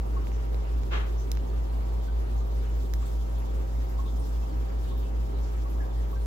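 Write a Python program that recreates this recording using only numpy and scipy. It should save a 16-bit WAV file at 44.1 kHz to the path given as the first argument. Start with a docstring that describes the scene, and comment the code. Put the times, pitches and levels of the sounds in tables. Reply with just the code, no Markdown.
"""A tub of water with floating plants. From the start, motors hum and beat slowly against the mains
over a soft rush of air. A trapped bubble plinks, then drops tick on the surface close by, the heavier
ones with a knock. At 0.9 s one short swish sounds further off. The last drop lands near 3 s; bubbles
plink, fizz and gurgle on to the end. Two microphone ports hear the bass alike and the rest apart."""
import sys
import numpy as np
from scipy import signal
from scipy.fft import rfft, irfft
from scipy.io import wavfile
from scipy.ndimage import uniform_filter1d

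SR = 44100
rng = np.random.default_rng(int(sys.argv[2]) if len(sys.argv) > 2 else 0)


def wrap_up_sound(samples):
    """Save the sound to the file named by the first command line argument, as 16-bit audio."""
    columns = np.atleast_2d(samples).T
    # keep every value between -1 and 1, then stretch to whole-number steps
    tamed = np.clip(columns, -1, 1)
    steps = np.round(tamed * 32767).astype(np.int16)
    wavfile.write(sys.argv[1], SR, steps)


N = 276060
T = np.arange(N) / SR
FREQS = np.arange(N // 2 + 1) * SR / N
DROP_PAN_DB, PUFF_LEAD_S = -9, 0.14
PORT_PHASE_RAD = np.array([[0], [np.pi / 2]])  # left, right

# drop impacts: t/s, level/dB, tilt/(dB/octave), low-pass f/Hz (lower for a softer landing)
DROP_HITS = [(.2700, -48, -11.5, 4200), (0.3175, -55.5, -16, 3200), (0.545, -46, -7, 4800),
             (0.8346, -49.5, -8, 7000), (1.3168, -35, -1, 18000), (1.3518, -55, 0, 16000),
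             (1.3723, -44.5, -9, 6000), (2.9374, -41.5, 1, 18000)]
# modes of an impact: f/Hz, t60/s, relative level/dB
IMPACT_MODES = [(880, 0.0045, -15), (1900, 0.0019, 5), (2600, 0.0022, -18), (4060, 0.0052, 4),
                (5230, 0.0015, 14.5), (5850, 0.0028, -4), (9000, 0.0019, 1), (11200, 0.0041, 1.5),
                (13300, 0.0034, 9), (15000, .002, 2)]
# knocks under heavier drops: t/s, f/Hz, level/dB, rise/cycles
DROP_KNOCKS = [(.5445, 460, -30, .5), (1.3171, 2000, -37, .8), (1.3515, 1300, -43, .5),
               (1.372, 920, -37.5, .45), (2.9372, 1750, -34, .7)]
# larger bubbles: t/s, f/Hz, level/dB, glide/fraction of f, t60/s, left minus right/dB
PLINKS = [(.161, 1105, -27.5, -.035, .085, 3), (1.528, 1206, -46, 0, .13, -3),
          (1.692, 4051, -41, .07, .04, 3), (2.074, 1485, -42, .04, .12, 6),
          (2.407, 1190, -41.5, .04, .11, -2), (3.021, 1108, -31.5, 0, .045, 4),
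          (3.985, 1050, -28, .06, .075, -1), (4.052, 1090, -40, -.02, .11, 6),
          (4.910, 1123, -39, -.07, .09, 1), (5.530, 1275, -45, .05, .12, -3),
          (5.650, 1105, -33, .03, .06, 1), (5.797, 1770, -38.5, -.11, .14, 1),
          (6.125, 1121, -32.5, 0, .06, -8), (6.152, 1560, -48, .02, .17, 2)]
# swish spectrum: f/Hz, relative density/dB
SWISH_SPECTRUM = [(220, -84), (350, -52.5), (700, -67.5), (1000, -60), (1800, -62), (2300, -67.5),
                  (3000, -67), (3900, -72.5), (4800, -84), (6500, -83.5), (9000, -104), (15000, -112)]
# fizzes: peak t/s, centre f/Hz, level/dB, half-width/fraction of f
FIZZ_PUFFS = [(.337, 6000, -64, .1), (.655, 2600, -63, .12), (1.199, 6000, -58.5, .06),
              (2.384, 6500, -65, .1), (3.015, 7400, -67, .08), (3.365, 3500, -66, .1),
              (3.477, 3500, -67, .1), (4.075, 3620, -63, .1), (4.23, 5400, -66, .08),
              (4.345, 5000, -66, .08), (4.900, 3520, -63, 0.13), (4.975, 3450, -66, .15),
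              (5.035, 2900, -64, .15), (5.365, 3960, -67, .06), (5.44, 5500, -62, 0.25),
              (5.985, 1850, -62.5, .1)]
# clearer bubble bursts: t/s, centre f/Hz, level/dB
CLEAR_BURSTS = [(2.754, 14500, -61), (3.055, 8260, -57.5), (3.06, 13000, -61), (3.383, 12000, -61),
                (3.89, 13200, -59), (4.192, 9200, -60), (4.29, 8300, -64), (4.972, 14200, -57),
                (5.695, 12400, -59.5), (6.11, 14000, -61)]
# gurgles: peak t/s
GURGLE_TIMES_S = [.17, 1.259, 1.53, 2.24, 2.87, 3.54, 5.33]
# motor shafts, slipping behind the mains: f/Hz
SHAFT_TONES_HZ = [55.05, 58.67, 100.9, 117.3, 201.8, 219.4, 385.3]
# the same shaft tones: level/dB
SHAFT_LEVELS_DB = [-27, -51, -61.5, -63, -60.5, -83, -70]
# mains buzz: harmonic number, mid level/dB, side level/dB
MAINS_HARMONICS = [(1, -40.5, -57), (2, -47.5, -73), (3, -53.5, -95), (4, -60, -73), (5, -88, -63),
                   (6, -79, -53), (7, -59, -62), (8, -66.5, -73), (9, -61.5, -60), (10, -69, -69),
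                   (11, -70.5, -102), (12, -83, -58), (13, -62.5, -69), (15, -69.5, -61.5), (16, -65, -79),
                   (17, -110, -70), (19, -76, -81), (20, -73.5, -69), (22, -72.5, -79), (26, -83.5, -67.5)]
# rush of air: f/Hz, mid density/dB, side density/dB
AIR_SPECTRUM = [(25, -77, -79), (71, -63.5, -72), (143, -76, -106), (236, -73, -77.5), (283, -71, -73.5),
                (394, -73.5, -73), (580, -81.5, -75.5), (1080, -86, -81), (1486, -93, -90.5),
                (2580, -98, -96.5), (3560, -98, -97.5), (4230, -100.5, -100), (7350, -102.5, -102.5),
                (8470, -109, -109), (11540, -109, -109), (12000, -104, -104), (15200, -108, -108.5)]
# edges of its flickering bands: f/Hz
AIR_EDGES_HZ = [0, 330, 600, 1200, 3000, 4800, 7500, 11800, SR]
# drift of its treble: t/s, relative level/dB
AIR_TREBLE = [(0, 0), (1.5, -0.5), (1.9, -0.5), (2.25, -1.5), (3.05, 1.5), (4.3, 1.2), (4.5, 0.7),
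              (6.26, 0)]
# room's stereo balance: f/Hz, left minus right/dB
ROOM_LEAN = [(60, -0.1), (120, -0.5), (200, 3), (380, -4.5), (700, -3), (1290, -1), (2600, 4), (4100, -2),
             (7000, 0), (8500, 10.5), (11000, 8), (12300, 3.5), (15500, 3.5)]


def drops(pivot_hz=4000, detune=0.012, spray_hz=12000, spray_width=0.37, spray_db=-19, spray_s=0.01):
    """Each drop slaps the surface: a tick that rings for milliseconds and throws a little spray."""
    out, t = np.zeros((2, N)), T[:SR // 20]
    hz, t60_s, mode_db = np.transpose(IMPACT_MODES)[:, :, None]
    for at_s, db, tilt_db, cutoff_hz in DROP_HITS:
        pitch_hz = hz * (1 + detune * rng.standard_normal((2, len(IMPACT_MODES), 1)))
        gain = undb(db + mode_db + tilt_db * np.log2(hz / pivot_hz))
        age = np.log(1000) * t / t60_s
        envelope = 2 * (1 - np.exp(-2 * age)) * np.exp(-age)
        modes = gain * envelope * np.sin(2 * np.pi * pitch_hz * t + PORT_PHASE_RAD[:, None])
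        spray = undb(db + spray_db + tilt_db) * np.exp(-t / spray_s) * hiss(spray_hz, spray_width, len(t))
        lowpass = signal.butter(4, cutoff_hz, fs=SR, output="sos")
        add(out, at_s, signal.sosfilt(lowpass, modes.sum(axis=1) + spray))
    return room(out * pan(DROP_PAN_DB), t60_s=0.12, wet_db=-14)


def knocks():
    """Heavier drops also push the water: a dull knock of a few cycles."""
    out, t = np.zeros((2, N)), T[:SR // 40]
    for at_s, hz, db, rise_cycles in DROP_KNOCKS:
        age = t * hz / rise_cycles
        add(out, at_s, undb(db) * age * np.exp(1 - age) * np.sin(2 * np.pi * hz * t + PORT_PHASE_RAD))
    return out * pan(DROP_PAN_DB)


def bubbles(rise_s=0.009, glide_s=0.022, blur=0.25, blur_width=0.15):
    """Trapped bubbles plink and glide in pitch as they settle, blurred by the stirred water."""
    out, t = np.zeros((2, N)), T[:SR // 5]
    swell = 1 - np.exp(-(t / rise_s) ** 2)
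    for at_s, hz, db, glide, t60_s, pan_db in PLINKS:
        pitch_hz = hz * (1 + glide * (1 - np.exp(-t / glide_s)))
        phase = 2 * np.pi * np.cumsum(pitch_hz) / SR + PORT_PHASE_RAD
        envelope = undb(db) * swell * np.exp(-np.log(1000) * t / t60_s)
        ring = np.sin(phase) + blur * hiss(hz, blur_width, len(t))
        add(out, at_s, envelope * ring * pan(pan_db))
    return room(out, t60_s=0.35, wet_db=-11)


def swish(start_s=0.899, rise_s=0.031, fade_s=0.058, gain_db=3.0, grain_db=0.95):
    """A watery swish some way off: swells quickly, dies away in the room."""
    age_s = np.maximum(T - start_s, 0)
    envelope = (1 - np.exp(-(age_s / rise_s) ** 2)) * np.exp(-age_s / fade_s)
    envelope *= undb(gain_db + grain_db * walk(220))
    density = colour(*np.transpose(SWISH_SPECTRUM))
    mid = undb(-6.0) * envelope * noise(density)
    side = undb(-2.5) * envelope * noise(density)
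    return room(ports(mid, side), t60_s=0.29, wet_db=-6)


def fizzes(swell_s=0.025):
    """Soft puffs of high hiss."""
    out = np.zeros((2, N))
    for peak_s, hz, db, width in FIZZ_PUFFS:
        add(out, peak_s - PUFF_LEAD_S, undb(db) * puff(hz, width, swell_s))
    return room(out, t60_s=0.13, wet_db=4.0)


def spritzes(count=90, low_hz=4500, high_hz=15000, faint_db=-69, spread_db=3, rise_s=0.0019,
             fade_s=0.035, width=0.14):
    """Tiny bubbles burst in short high sprays: a few clear, many faint."""
    out, t = np.zeros((2, N)), T[:SR // 8]
    envelope = (1 - np.exp(-t / rise_s)) * np.exp(-t / fade_s)
    faint = [(when * T[-1], low_hz + (high_hz - low_hz) * height, faint_db + spread_db * (2 * force - 1))
             for when, height, force in rng.uniform(size=(count, 3))]
    for at_s, hz, db in CLEAR_BURSTS + faint:
        add(out, at_s, undb(db) * envelope * hiss(hz, width, len(t)))
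    return ports(*out)


def gurgles(hz=390, width=0.16, swell_s=0.071, level_db=-47, pan_db=-4):
    """Swells of narrow low noise, like water shifting in the tub."""
    out = np.zeros((2, N))
    for peak_s in GURGLE_TIMES_S:
        add(out, peak_s - PUFF_LEAD_S, undb(level_db) * puff(hz, width, swell_s))
    return out * pan(pan_db)


def simmer(count=640, low_hz=1100, high_hz=5800, base_db=-63, tilt_db_oct=-2.0, spread_db=2.0,
           mean_rise_s=0.004):
    """Many tiny bubbles, blurred by the room: the smaller, the higher and fainter."""
    out, t = np.zeros((2, N)), T[:SR // 12]
    for when, smallness, force, life, left, right in rng.uniform(size=(count, 6)):
        hz = low_hz * (high_hz / low_hz) ** smallness
        age = t / (mean_rise_s * (0.5 + life))
        db = base_db + tilt_db_oct * np.log2(hz / low_hz) + spread_db * (2 * force - 1)
        phase = 2 * np.pi * (hz * t * (1 + t) + np.array([[left], [right]]))  # slight upward glide
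        add(out, when * T[-1], undb(db) * age * np.exp(1 - age) * np.sin(phase))
    return room(out, t60_s=0.2, wet_db=1)


def hum(mains_hz=60.015, in_step_s=2.98, shaft_side_db=-15, shaft_waver_db=0.4, buzz_waver_db=0.18):
    """Shafts turn just under the mains rate, so their drone throbs against the mains buzz."""
    rad_per_hz = 2 * np.pi * (T - in_step_s)
    mid, side = np.zeros(N), np.zeros(N)
    for hz, db in zip(SHAFT_TONES_HZ, SHAFT_LEVELS_DB):
        gain = undb(db + shaft_waver_db * walk(2.7))
        mid += gain * np.cos(hz * rad_per_hz)
        side -= gain * undb(shaft_side_db) * np.sin(hz * rad_per_hz)
    for harmonic, mid_db, side_db in MAINS_HARMONICS:
        is_overtone = harmonic > 1
        phase = harmonic * mains_hz * rad_per_hz + is_overtone * rng.uniform(0, 2 * np.pi)
        gain = undb(is_overtone * buzz_waver_db * walk(3.0))
        mid += gain * undb(mid_db) * np.cos(phase)
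        side -= gain * undb(side_db) * np.sin(phase)
    return np.sqrt(2) * ports(mid, side)


def air(low_flicker_db=1.37, treble_flicker_db=1.0, shared_flicker_db=1.15, treble_rate_hz=55,
        early_db=0.9, settle_s=0.99):
    """An even rush: bands flicker, the treble fastest; the middle starts slightly stronger."""
    hz, mid_db, side_db = np.transpose(AIR_SPECTRUM)
    spectra = rfft([noise(colour(hz, mid_db)), noise(colour(hz, side_db))])
    shared_db = shared_flicker_db * walk(treble_rate_hz)
    out = np.zeros((2, N))
    for low_hz, high_hz in zip(AIR_EDGES_HZ, AIR_EDGES_HZ[1:]):
        if low_hz < 3000:
            db = low_flicker_db * walk(20)
        else:
            db = shared_db + treble_flicker_db * walk(treble_rate_hz)
        if 330 <= low_hz < 3000:
            db += early_db / (1 + (T / settle_s) ** 4)
        if low_hz >= 4800:
            db += np.interp(T, *np.transpose(AIR_TREBLE))
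        in_band = (FREQS >= low_hz) & (FREQS < high_hz)
        out += irfft(spectra * in_band, N) * undb(db)
    return ports(*out)


def room(dry, t60_s, wet_db):
    """Direct sound plus a diffuse tail, different at each port."""
    t = T[:SR // 2]
    tail = rng.standard_normal((2, len(t))) * np.exp(-np.log(1000) * t / t60_s)
    tail /= np.sqrt(np.sum(tail ** 2, axis=1, keepdims=True))
    return dry + undb(wet_db) * signal.fftconvolve(dry, tail, axes=1)[:, :N]


def ports(mid, side):
    """Mid and side to left and right, with the room's lean."""
    lean = np.sqrt(colour(*np.transpose(ROOM_LEAN)))
    gains = np.array([lean, 1 / lean]) / np.sqrt((lean ** 2 + lean ** -2) / 2)
    return irfft(rfft([mid + side, mid - side]) * gains, N)


def puff(hz, width, swell_s):
    """Band noise under a Gaussian swell, peaking PUFF_LEAD_S in."""
    t = T[:int(2 * PUFF_LEAD_S * SR)] - PUFF_LEAD_S
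    return hiss(hz, width, len(t)) * np.exp(-(t / swell_s) ** 2)


def hiss(hz, width, samples):
    """Two independent unit-level noises around hz, half-width width * hz."""
    freqs = np.arange(samples // 2 + 1) * SR / samples
    band = 1 / (1 + ((freqs - hz) / (width * hz)) ** 2)
    y = irfft(rfft(rng.standard_normal((2, samples))) * band, samples)
    return y / y.std()


def noise(density):
    """Noise of the given density per root Hz."""
    return irfft(rfft(rng.standard_normal(N)) * density, N) * np.sqrt(SR / 2)


def walk(rate_hz):
    """Random steps at rate_hz, smoothed twice; unit spread."""
    hold = int(SR / rate_hz)
    steps = np.repeat(rng.standard_normal(N // hold + 1), hold)
    y = uniform_filter1d(uniform_filter1d(steps, hold), hold)[:N]
    return y / y.std()


def colour(hz, db):
    """Gain per bin from points joined on a log frequency axis."""
    return undb(np.interp(np.log(FREQS + 1), np.log(hz), db))


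def pan(db):
    """Port gains for a left-minus-right level."""
    return undb(np.array([[db], [-db]]) / 2)


def undb(db):
    """Decibels to gain."""
    return 10 ** (np.asarray(db) / 20)


def add(out, at_s, sound):
    """Mix a short sound in at at_s."""
    i = int(at_s * SR)
    out[..., i:i + sound.shape[-1]] += sound[..., :N - i]


def scene():
    """Hum and air, small water sounds on top."""
    bed = hum() + air()
    return bed + drops() + knocks() + bubbles() + simmer() + fizzes() + spritzes() + gurgles() + swish()


def record(dry):
    """Steep low-pass at 15.9 kHz."""
    return signal.sosfilt(signal.ellip(10, 0.2, 80, 15900, fs=SR, output="sos"), dry)


dry = scene()
out = record(dry)
wrap_up_sound(out)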